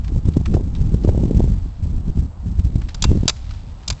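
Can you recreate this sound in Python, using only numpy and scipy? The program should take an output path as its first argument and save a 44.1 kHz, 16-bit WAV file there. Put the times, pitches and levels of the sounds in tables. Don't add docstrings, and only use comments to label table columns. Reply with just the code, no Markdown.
import sys
import numpy as np
from scipy import signal
from scipy.fft import rfft, irfft, next_fast_len
from scipy.io import wavfile
from scipy.ndimage import uniform_filter1d, map_coordinates

SR = 44100
rng = np.random.default_rng(int(sys.argv[2]) if len(sys.argv) > 2 else 0)


def persist_wave(psi):
    counts = np.round(np.clip(psi, -1, 1) * 32767).astype(np.int16)
    wavfile.write(sys.argv[1], SR, np.atleast_2d(counts).T)


N = 176400

# freq_hz, relative_db
CHURN_SPECTRUM = [(150, -24), (300, 3.5), (420, 1), (620, -11.5), (900, -16.5), (1400, -35), (3000, -59)]


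def amp(db):
    return 10 ** (np.asarray(db) / 20)


def curves(rows):
    times, *columns = np.transpose(rows)
    return [np.interp(np.arange(N) / SR, times, column) for column in columns]


def wobble(rate):
    return map_coordinates(rng.standard_normal(4000), [np.arange(N) * rate / SR], mode="mirror")


def filtered(x, response):
    size = next_fast_len(N + SR // 2)
    return irfft(rfft(x, size) * response(np.fft.rfftfreq(size, 1 / SR)), size)[:N]


def highpassed(x, knee_hz):
    return filtered(x, lambda hz: 1j * hz / (knee_hz + 1j * hz))


def noise(spectrum):
    freq_hz, db = np.transpose(spectrum)
    white = rng.standard_normal(N)
    coloured = filtered(white, lambda hz: amp(np.interp(np.log(hz + 1), np.log(freq_hz + 1), db)))
    return coloured / np.sqrt(np.mean(coloured ** 2) + 1e-20)


def loudness(x, samples):
    return np.sqrt(np.abs(uniform_filter1d(uniform_filter1d(x * x, samples), samples)) + 1e-14)


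def even(x, samples):
    return x / loudness(x, samples)


def burst(start_s, rise_s, hold_s, t60_s):
    age = np.arange(N) / SR - start_s
    return np.clip(age / rise_s, 0, 1) * amp(-60 * np.clip((age - hold_s) / t60_s, 0, 3))


def wind():
    # time_s, rumble_db, flutter_db
    gusts = [(0.0, -19, -54), (0.1, -21.5, -28.5), (0.18, -13.5, -22), (0.21, -27, -37), (0.29, -12.5, -14),
             (0.33, -28.5, -33.5), (0.37, -13, -13), (0.44, -21, -40), (0.56, -13, -7),
             (0.62, -20.5, -21.5), (0.76, -21.5, -32.5), (0.8, -16.5, -21), (0.91, -15.5, -26),
             (0.95, -20.5, -15), (0.97, -19, -29.5), (1.0, -22, -25.5), (1.1, -12, -10),
             (1.12, -16.5, -17.5), (1.32, -18, -16), (1.37, -10, -22), (1.39, -14, -11.5),
             (1.57, -15.5, -31), (1.6, -25, -38), (1.64, -16, -42), (1.66, -20, -22.5), (1.71, -30.5, -53),
             (1.77, -31.5, -61), (1.85, -15, -22), (1.89, -21.5, -29.5), (1.99, -17.5, -30.5),
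             (2.02, -28, -35.5), (2.09, -13, -21.5), (2.13, -30, -41), (2.18, -14, -22.5), (2.24, -18, -25),
             (2.29, -30, -42.5), (2.36, -34, -42), (2.43, -23.5, -43), (2.47, -19.5, -24),
             (2.56, -22, -35.5), (2.6, -12.5, -18.5), (2.63, -30.5, -54), (2.65, -9, -22.5),
             (2.71, -28, -30), (2.75, -19.5, -23), (2.86, -19.5, -40), (2.92, -35, -46.5), (2.96, -25, -33),
             (2.99, -26.5, -58), (3.03, -19, -23.5), (3.09, -11.5, -17), (3.26, -26, -31.5),
             (3.32, -31, -43.5), (3.52, -25, -58), (3.63, -32.5, -38.5), (3.68, -29.5, -39.5),
             (3.71, -29, -52), (3.87, -40, -45), (3.91, -18, -37), (4.0, -44.5, -46)]
    # freq_hz, relative_db
    rumble_spectrum = [(8.8, -36.5), (15, -1), (37, 2.5), (75, 3), (209, -18.5), (300, -28.5), (390, -63.5),
                       (660, -120)]
    # freq_hz, relative_db
    flutter_spectrum = [(60, -19.5), (110, -3), (160, 11), (240, 1), (340, -7.5), (500, -22.5), (800, -37),
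                        (1500, -50), (3000, -87.5)]
    rumble_db, flutter_db = curves(gusts)
    thumps, nearness = eddies()
    rumble = amp(rumble_db + 1.2 * wobble(30)) * even(noise(rumble_spectrum), samples=1500)
    lumps = noise(flutter_spectrum) * amp(5.4 * wobble(90))
    capped_db = np.minimum(flutter_db, -16.5)
    flutter = amp(capped_db - 3 + 3.0 * wobble(35)) * even(lumps, samples=900)
    strong_gust_db = -16
    churn_db = -30.5 + 1.8 * np.minimum(flutter_db - strong_gust_db, 0)
    churn = amp(churn_db) * even(noise(CHURN_SPECTRUM) * amp(6.5 * wobble(120)), samples=1200)
    displaced = 0.58 * nearness
    return rumble + (1 - displaced) * (flutter + churn) + thumps


def recording_hiss(buffeting):
    hiss_spectrum = [(300, -4.5), (800, -1), (2000, 1.5), (4500, 0), (7500, 0.5)]
    swing = loudness(highpassed(buffeting, knee_hz=109), samples=120)
    return amp(-28.5) * swing * noise(hiss_spectrum)


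def trees():
    # freq_hz, relative_db
    hush_spectrum = [(30, 9.5), (150, -2.5), (350, 2.5), (800, 5), (1300, -3), (2000, -15.5), (4000, -37.5),
                     (8000, -15.5)]
    return amp(-50.5 + 1.1 * wobble(3.4)) * noise(hush_spectrum)


def fabric():
    # start_s, relative_db, flap_re_rustle_db
    strokes = [(0.04, -34, -4.5), (0.076, -34, -1), (0.3134, -44, -7), (0.334, -36.5, -10),
               (0.4538, -25, 3), (0.5365, -31.5, 3), (0.748, -29.5, -12), (0.763, -41, -14),
               (1.0335, -33.5, -22), (2.814, -33.5, 2.5), (2.8842, -25.5, -6.5), (2.8994, -42, -10),
               (3.3614, -38.5, -8), (3.4909, -41, -1), (3.5049, -31, -6.5), (3.5338, -36, -4),
               (3.827, -45, 4)]
    # time_s, level_db
    shifting_levels = [(0, -60), (.7, -61), (.9, -57), (1.7, -57), (2.35, -63), (2.8, -58.5), (3.0, -53),
                       (3.38, -52), (3.65, -56), (3.85, -56.5), (4, -53)]
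    # freq_hz, relative_db
    rustle_spectrum = [(300, -12.5), (900, -2.5), (1500, -2.5), (2800, -1.5), (4500, -2), (7500, -12)]
    # freq_hz, relative_db
    flap_spectrum = [(300, -21), (700, -3.5), (1200, -0.5), (2200, -7.5), (4000, -21)]
    rustles, flaps = np.zeros((2, N))
    for start_s, db, flap_db in strokes:
        stroke = amp(db - 11) * burst(start_s, rise_s=0.0042, hold_s=0.0069, t60_s=0.044)
        rustles += stroke
        flaps += amp(flap_db) * stroke
    shifting_db, = curves(shifting_levels)
    grain = even(noise(rustle_spectrum) * amp(3.5 * wobble(600)), samples=700)
    shifting = amp(shifting_db + wobble(30))
    return (rustles + shifting) * grain + flaps * noise(flap_spectrum)


def clearing(x):
    tail = noise([(200, -5), (1000, 0.5), (3000, -2.5), (8000, 4)])
    tail *= burst(0, rise_s=0.008, hold_s=0, t60_s=0.48)
    return signal.fftconvolve(x, tail / np.linalg.norm(tail))[:N]


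def eddies():
    # centre_s, relative_db, half_width_ms
    hits = [(.163, -3.5, 1.32), (.190, -9, 1.5), (.256, -8.5, 1.24), (.288, -4.5, .7), (.370, 0, 0.73),
            (.400, -11, 1.1), (.412, -11.5, 0.93), (.541, -10, 0.47), (0.548, -3.5, 0.52),
            (0.569, -4.5, 0.37), (.577, -17.5, 0.43), (.610, -13, 0.74), (.815, -5, 2.1), (.944, 0, 1.26),
            (1.049, -2, 0.6), (1.077, -7.5, 0.64), (1.091, -1.5, 0.45), (1.093, -6, 0.59),
            (1.149, -12, 0.47), (1.178, -5.5, 0.52), (1.237, -4.5, 0.75), (1.279, -13.5, 0.79),
            (1.311, -5, 0.59), (1.348, -3, 1.17), (1.396, -1, 1.05), (1.405, -6, 0.39), (1.442, -8.5, 0.75),
            (1.478, -16.5, 0.56), (1.66, -16.5, 0.63), (2.175, -10, 0.78), (2.594, -5, 1.9),
            (2.759, -4, 1.14), (3.054, -8, 0.77), (3.093, -4, 1.45), (3.107, -4.5, 1.4),
            (3.116, -2.5, 0.64), (3.13, -13, 0.52), (3.154, -9.5, .8), (3.16, -13.5, 0.71), (3.174, -5, 1),
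            (3.188, -13.5, 2), (3.209, -6.5, 2), (3.234, -5.5, 0.82), (3.257, -6.5, 0.87)]
    wake_s, passing_s = 0.0029, 0.016
    t = np.arange(N) / SR
    push, wake, nearness = np.zeros((3, N))
    for centre_s, db, half_width_ms in hits:
        span = np.abs(t - centre_s) < 0.05
        age = t[span] - centre_s
        push[span] += amp(db + 2) * np.exp(-(age * 1000 / half_width_ms) ** 2 / 2)
        wake[span] += amp(db - 21) * np.exp(-np.abs(age) / wake_s) / half_width_ms
        nearness[span] += np.exp(-(age / passing_s) ** 2)
    thumps = highpassed(push, knee_hz=57) + wake * even(noise(CHURN_SPECTRUM), samples=500)
    return thumps, np.minimum(nearness, 1)


def buckle():
    # start_s, relative_db, body_trim_db
    snaps = [(2.944, -22.5, -18), (3.0219, -8.5, -27), (3.0394, -7.5, -15.5), (3.2790, -1, -22),
             (3.2931, -6.5, -19), (3.8779, -10.5, -27.5), (3.9008, -9.5, -19), (3.9247, -29, -16)]
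    # freq_hz, relative_db
    clatter_spectrum = [(500, -45.5), (1800, -26.5), (2600, -4), (3500, 2.5), (5000, 3), (6200, -1.5),
                        (7400, 3.5), (8200, -22)]
    # freq_hz, relative_db
    body_spectrum = [(100, -22.5), (400, 2.5), (800, 7), (1200, 4.5), (1700, 3.5), (2500, 0.5),
                     (4000, -36.5)]
    # pitch_hz, relative_db, t60_s
    pole_modes = [(2735, 0, .2), (3640, -12, .18), (5895, -22, .15)]
    rise_s, hold_s = 0.00097, 0.0049
    pole_hit_s = 3.04
    ground_delay_s, ground_gain = 0.00082, 0.25
    t = np.arange(N) / SR
    clatter, body, ring = np.zeros((3, N))
    for start_s, db, body_trim_db in snaps:
        clatter += amp(db) * burst(start_s, rise_s, hold_s, t60_s=0.026)
        body += amp(db + body_trim_db + 10.5) * burst(start_s, rise_s, hold_s, t60_s=0.038)
    clatter *= even(noise(clatter_spectrum) * amp(3.7 * wobble(900)), samples=220)
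    body *= even(noise(body_spectrum), samples=300)
    for pitch_hz, db, t60_s in pole_modes:
        ring += amp(db - 27) * burst(pole_hit_s, rise_s, 0, t60_s) * np.sin(2 * np.pi * pitch_hz * t)
    direct = amp(-9.5) * (clatter + body + ring)
    return filtered(direct, lambda hz: 1 + ground_gain * np.exp(-2j * np.pi * hz * ground_delay_s))


def scene():
    tent = buckle() + fabric()
    surroundings = tent + amp(-26.5) * clearing(tent) + trees()
    buffeting = wind()
    return (surroundings + buffeting + recording_hiss(buffeting))[None]


def record(dry):
    ceiling, top_hz = 0.92, 7950
    rounded = dry[0] / (1 + np.abs(dry[0] / ceiling) ** 6) ** (1 / 6)
    return filtered(rounded, lambda hz: 1 / np.sqrt(1 + (hz / top_hz) ** 200))[None]


dry = scene()
out = record(dry)
persist_wave(out)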